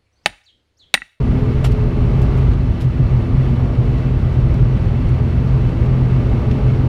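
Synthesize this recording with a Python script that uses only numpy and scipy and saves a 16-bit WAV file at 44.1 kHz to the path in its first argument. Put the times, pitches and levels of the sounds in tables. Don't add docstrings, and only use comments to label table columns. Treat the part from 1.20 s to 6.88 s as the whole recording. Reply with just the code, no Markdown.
import sys
import numpy as np
from scipy import signal
from scipy.fft import rfft, irfft
from scipy.io import wavfile
from scipy.ndimage import uniform_filter1d

SR = 44100
rng = np.random.default_rng(int(sys.argv[2]) if len(sys.argv) > 2 else 0)


def unload_audio(sound):
    columns = np.transpose(np.atleast_2d(sound))
    steps = np.round(np.clip(columns, -1, 1) * 32767)
    wavfile.write(sys.argv[1], SR, steps.astype(np.int16))


N = 250488


def gain_of(db):
    return 10 ** (np.asarray(db) / 20)


def evened(x):
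    return x / np.sqrt(np.mean(x ** 2) + 1e-20)


def add(mix, start_s, sound):
    part = mix[round(start_s * SR):][:len(sound)]
    part += sound[:len(part)]


def wander(top_hz, span=20):
    t = np.arange(0, N / SR + .02, .005)
    drift = 0
    for hz in top_hz * np.geomspace(1 / span, 1, num=24):
        drift = drift + np.sin(2 * np.pi * (hz * t + rng.random())) / np.sqrt(hz)
    return np.interp(np.arange(N) / SR, t, evened(drift))


def coloured(points, modes, size=N, tilt_db=0):
    hz = np.fft.rfftfreq(size, 1 / SR)
    point_hz, point_db = np.transpose(points)
    power = np.ones(len(hz))
    for mode_hz, width_hz, over_db in modes:
        power += (gain_of(over_db) ** 2 - 1) / (1 + (2 * (hz - mode_hz) / width_hz) ** 2)
    tilted_db = point_db + tilt_db * np.log2(point_hz)
    outline_db = np.interp(np.log(hz + 1), np.log(point_hz + 1), tilted_db, left=-300, right=-300)
    response = gain_of(outline_db) * np.sqrt(np.maximum(power, .01))
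    return evened(irfft(rfft(rng.standard_normal(size)) * response, size))


def curve(rows, column):
    rows = np.array(rows)
    return np.interp(np.arange(N) / SR, rows[:, 0], rows[:, column])


def tone(hz, rms_db):
    phase = np.cumsum(hz) / SR + rng.random()
    return gain_of(rms_db) * np.sqrt(2) * np.sin(2 * np.pi * phase)


# freq_hz, density_db_per_hz
ROAR_OUTLINE = [(140, -32), (190, -5), (215, 0.5), (258, -3.5), (272, -10), (410, -11), (450, -16),
                (700, -19.5), (1200, -26), (1500, -35.5), (2000, -57)]
HISS_OUTLINE = [(710, -26), (1200, -2), (1360, -3), (1780, -6), (2120, -9), (2680, -8.5), (3240, -13.5),
                (4270, -17), (5110, -24), (5570, -23), (7490, -31.5), (12800, -37.5), (15000, -48.5)]
# mode_hz, width_hz, over_noise_db
ROAR_MODES = [(200.5, 15, 0.5), (240, 10, -4), (237.5, 3.7, 4.5), (258, 5.3, 5.5), (302, 7, 1.5),
              (270, 4.3, -4), (318, 13, 3), (338, 9.4, 6.5), (353, 4.2, 1), (411, 55, 2.5), (488, 37, 4),
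              (597, 58, 4), (818, 11, 4.5), (911, 42, 3.5), (1167, 44, 4.5)]
HISS_MODES = [(1977, 52, 5), (2188, 140, 5.5), (2648, 48, 5), (3010, 48, 4.9), (3410, 50, 2.8),
              (4660, 270, 2.7), (5450, 83, 5)]
# time_s, swell_db
WASH_SWELL = [(0.0, 1.5), (0.7, 0), (1.2, 3), (1.42, -1.5), (1.7, -2.5), (1.95, 0.5), (3.1, -0.5), (3.6, 0),
              (4.25, 0.3), (4.85, 1.4), (5.68, 1.5)]
ROAR_RMS_DB, HISS_RMS_DB = -25.5, -41.5
ROAR_DB_PER_SWELL_DB, HISS_DB_PER_SWELL_DB = 0.93, 0.7


def wash():
    swell_db = curve(WASH_SWELL, column=1)
    roar_db = ROAR_RMS_DB + ROAR_DB_PER_SWELL_DB * swell_db + .5 * wander(5.9)
    roar = gain_of(roar_db) * coloured(ROAR_OUTLINE, ROAR_MODES)
    hiss_db = HISS_RMS_DB + HISS_DB_PER_SWELL_DB * swell_db + 0.43 * wander(30.)
    hiss = gain_of(hiss_db) * coloured(HISS_OUTLINE, HISS_MODES)
    return roar + hiss


# multiple, rms_db
BLADE_TONES = [(1, -25), (2, -32), (4, -43)]
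# time_s, third_rms_db, fifth_rms_db
OVERTONES = [(0, -28, -33), (.15, -28, -36), (.35, -30, -32.5), (.6, -34, -33), (.88, -36, -33.5),
             (1.0, -37, -39), (1.22, -32, -35), (1.4, -34, -44), (1.75, -31.5, -46), (2.1, -34, -48),
             (2.4, -39, -48), (3.3, -36, -46), (4.1, -39, -46), (4.35, -33, -39), (4.7, -31.5, -42),
             (5.0, -34, -44), (5.2, -33, -35), (5.5, -35, -36), (5.68, -35, -38)]
BLADE_HZ = 84.8


def propeller():
    blade_hz = BLADE_HZ * (1 + 0.0025 * wander(1.5))
    tones = np.zeros(N)
    for multiple, rms_db in BLADE_TONES:
        tones += tone(multiple * (blade_hz + 0.4 * wander(6.)), rms_db + 3.2 * wander(5.4))
    third_hz = 3 * blade_hz + 2.5 * wander(8.)
    third = tone(third_hz, curve(OVERTONES, column=1) + 3 * wander(12., span=6))
    fifth_hz = 5 * blade_hz + 1.8 * wander(10.)
    fifth = tone(fifth_hz, curve(OVERTONES, column=2) + 2.8 * wander(14., span=6))
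    return tones + third + fifth


# freq_hz, density_db_per_hz
BOOM_OUTLINE = [(12, -48.5), (24, -9.5), (40, -6.5), (60, -6), (90, -11), (101, -7), (112, -4.5),
                (140, -13), (150, -13), (190, -22.5), (230, -47)]
# mode_hz, width_hz, over_noise_db
BOOM_MODES = [(41.6, 3, 1.5), (63.6, 14, 6.5), (107, 7.7, -8.5), (108.5, 11, 5.5), (121, 15, -7),
              (142, 11, 5.5), (184, 20, 6)]
# time_s, rms_db
RUMBLE_LEVEL = [(0.0, -16), (0.16, -12.5), (0.19, -24), (0.22, -15.5), (1.27, -14), (1.3, -10.5),
                (1.44, -18), (1.52, -13.5), (1.57, -23), (1.6, -21), (2.02, -15), (2.06, -27), (2.15, -9),
                (2.2, -22), (2.24, -17), (3.07, -15.5), (3.08, -36), (3.13, -17.5), (3.46, -13),
                (3.51, -19), (3.69, -12), (3.73, -23), (3.86, -12.5), (4.0, -22), (4.03, -17), (4.4, -18.5),
                (4.49, -10.5), (4.51, -17.5), (5.11, -16), (5.68, -17)]
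# time_s, pitch_hz, rms_db
DRONE = [(0.0, 136, -14), (0.08, 130.6, -38), (0.11, 122.3, -15), (0.24, 127, -17.5), (0.43, 132.4, -18.5),
         (0.49, 127.4, -14), (0.58, 126.5, -37), (0.6, 124.4, -16), (0.79, 124.8, -23), (0.88, 119.2, -19),
         (0.96, 128.6, -15.5), (1.11, 130.5, -18.5), (1.23, 129.2, -13), (1.28, 125.4, -25.5),
         (1.37, 128.4, -15), (1.41, 126, -25), (1.45, 126.5, -18), (1.61, 125.1, -25.5), (1.66, 127.6, -9),
         (1.79, 129.1, -42), (1.8, 127.1, -8), (1.87, 128.3, -28), (1.94, 126, -9), (2.06, 122.8, -27.5),
         (2.14, 132.2, -34), (2.18, 130.2, -12), (2.36, 130, -19.5), (2.4, 126.5, -14),
         (2.55, 119.4, -30.5), (2.59, 121.7, -9), (2.66, 125.9, -23), (2.69, 125.8, -14.5),
         (2.74, 128.4, -21), (2.97, 128.4, -16.5), (2.99, 130.8, -27), (3.08, 129.9, -16),
         (3.15, 128.8, -23), (3.18, 122.2, -11.5), (3.24, 123, -16), (3.34, 130.2, -21), (3.39, 128.7, -12),
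         (3.45, 130.5, -17), (3.56, 126.1, -12.5), (3.57, 126.7, -30.5), (3.65, 127.3, -17.5),
         (3.86, 126.7, -21), (3.94, 125.5, -12), (3.99, 125, -29.5), (4.02, 124, -10), (4.06, 126.7, -24.5),
         (4.35, 130.7, -14), (4.6, 116.9, -23.5), (4.68, 129.6, -13.5), (4.78, 129, -15),
         (4.86, 125.2, -14.5), (5.19, 126.6, -23), (5.35, 132.1, -17.5), (5.38, 132.5, -29.5),
         (5.44, 128.2, -12.5), (5.68, 128.6, -19)]
HUM_HZ, HUM_RE_BOOM_DB = 50.45, -6


def hum():
    low_tone = tone(HUM_HZ * (1 + 0.0021 * wander(1.4)), HUM_RE_BOOM_DB + 0.87 * wander(1.5))
    boom = coloured(BOOM_OUTLINE, BOOM_MODES)
    rumble = gain_of(curve(RUMBLE_LEVEL, column=1)) * evened(boom + low_tone)
    drone_hz = curve(DRONE, column=1) + 0.8 * wander(13.0, span=2.9)
    drone = tone(drone_hz, curve(DRONE, column=2) + 1.7 * wander(20.0, span=2.9))
    return rumble + drone


# time_s, pitch_hz, rms_db
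WHINE = [(0, 4140, -70), (.6, 4138, -66), (2.3, 4140, -66), (2.7, 4185, -71), (4.2, 4195, -70),
         (4.6, 4150, -75), (5.2, 4090, -72), (5.68, 4085, -69)]
HIGH_WHINE_HZ, HIGH_WHINE_RMS_DB = 8310, -82


def turbine():
    whine_hz = curve(WHINE, column=1) + 3 * wander(15.)
    whine = tone(whine_hz, curve(WHINE, column=2) + 2.5 * wander(20., span=6))
    high_hz = HIGH_WHINE_HZ + 10 * wander(15.)
    return whine + tone(high_hz, HIGH_WHINE_RMS_DB + 2.5 * wander(9.))


# start_s, level_db, t60_s, tilt_db_per_octave, ringing (0-1), top_hz
TICKS = [(0.4405, -28, 0.035, -7, .6, 5000), (0.4420, -33, 0.13, 2.5, .5, 15000),
         (0.4430, -25, 0.035, -4, 0.8, 15000), (0.4463, -25.5, 0.03, -2, .8, 15000),
         (0.4492, -26, 0.035, -5, .8, 12000), (0.4540, -27.5, 0.045, -3, 0.6, 15000),
         (0.4608, -33, 0.05, -3, .5, 15000), (.5138, -36, 0.03, -.5, 0.3, 15000),
         (.5185, -41, 0.06, 1, 0.3, 15000), (1.0163, -40.5, .04, 1, .25, 15000),
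         (1.0213, -44, 0.068, 3, .4, 15000), (1.172, -50, .12, 3, .2, 13500),
         (1.314, -32.5, .05, -7, 0.2, 9000), (1.333, -40, .05, -1.5, 0.1, 12000),
         (1.604, -41.5, .07, -0.5, .25, 14000), (1.61, -42, .08, 2, .25, 14000),
         (1.6191, -45, .09, 2, 0.3, 14000), (1.641, -48, .09, 0.5, .25, 14000),
         (2.5525, -31, .03, -9, .25, 5000), (2.775, -54, 0.12, 3, .4, 10000),
         (3.125, -54, .14, 3, .4, 10000), (3.34, -43, 0.047, -0.5, 0.2, 15000),
         (3.567, -37, 0.073, -5, 0.24, 8000), (3.8886, -47, 0.035, 4, .25, 11500),
         (4.4893, -44, .05, -2, 0.22, 8500), (4.657, -45, 0.044, 0.5, 0.3, 10500),
         (5.3097, -33, 0.048, -3.5, 0.22, 12000)]
# mode_hz, width_hz, over_noise_db (at full ringing)
TICK_MODES = [(700, 120, 10), (1350, 150, 7), (1880, 120, 11), (2770, 120, 11), (3120, 100, 10),
              (4530, 80, 5), (5690, 80, 6), (7475, 90, 12), (9230, 70, 8), (10500, 90, 5), (11250, 80, 6),
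              (11680, 90, 4), (14200, 80, 5)]
# freq_hz, density_db_per_hz
TICK_OUTLINE = [(400, -15), (800, 8), (1500, 1), (3000, 3.5), (5000, -2.5), (8000, -12.5), (12000, -14),
                (15500, -19.5)]
RISE_T60S, HOLD_T60S = 0.015, 0.07
CONTACTS_PER_S, GRAIN_DB = 900, 3
RING_DB, RING_T60_S = -23, 0.06
RING_TILT_DB_PER_OCTAVE = -14


def ticks():
    out = np.zeros(N)
    t = np.arange(8192) / SR
    strongest_hz = max(TICK_MODES, key=lambda mode: mode[-1])[0]
    for start_s, level_db, t60_s, tilt_db, ringing, top_hz in TICKS:
        rise = np.minimum(t / (RISE_T60S * t60_s), 1)
        decay = gain_of(-60 * np.maximum(t / t60_s - HOLD_T60S, 0))

        contacts = (rng.random(len(t)) < CONTACTS_PER_S / SR) * rng.exponential(1, len(t))
        bumps = signal.lfilter([1], [1, -np.exp(-CONTACTS_PER_S * 2 / SR)], contacts)
        crackle = gain_of(GRAIN_DB * np.clip(evened(bumps) - 1, -1, 2))

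        modes = [(hz, width_hz, over_db * ringing) for hz, width_hz, over_db in TICK_MODES]
        noise = coloured(TICK_OUTLINE, modes, size=len(t), tilt_db=tilt_db)
        lowpass = signal.butter(3, top_hz, fs=SR, output="sos")
        burst = signal.sosfilt(lowpass, rise * decay * crackle * noise)

        ring = np.zeros(len(t))
        for hz, _, over_db in TICK_MODES:
            octaves_above = max(np.log2(hz / strongest_hz), 0)
            mode_gain = gain_of(over_db + RING_TILT_DB_PER_OCTAVE * octaves_above)
            ring += mode_gain * np.sin(2 * np.pi * (hz * t + rng.random()))
        ring *= ringing ** 2 * rise * gain_of(RING_DB - 60 * t / RING_T60_S)
        add(out, start_s, gain_of(level_db) * (burst + ring))
    return out


def scene():
    return (wash() + propeller() + hum() + turbine() + ticks())[None]


CEILING = 1.1
EDGE_HZ = 15260
THRESHOLD_DB, DUCK_DB_PER_DB, TRIM_DB = -6.5, -0.072, -0.06


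def record(dry):
    power_db = 10 * np.log10(abs(uniform_filter1d(dry[0] ** 2, 1500)) + 1e-12)
    over_db = np.maximum(power_db - THRESHOLD_DB, 0)
    ducked = dry * gain_of(TRIM_DB + DUCK_DB_PER_DB * uniform_filter1d(over_db, 600))
    rounded = CEILING * np.tanh(ducked / CEILING)
    samples_to_end = np.minimum(np.arange(N), np.arange(N)[::-1])
    faded = rounded * np.minimum(samples_to_end / (.004 * SR), 1)
    padded = np.pad(faded, ((0, 0), (255, 255)), "reflect", reflect_type="odd")
    lowpass = signal.firwin(511, EDGE_HZ, window=("kaiser", 9), fs=SR)
    return signal.oaconvolve(padded, lowpass[None], "valid")


dry = scene()
out = record(dry)
unload_audio(out)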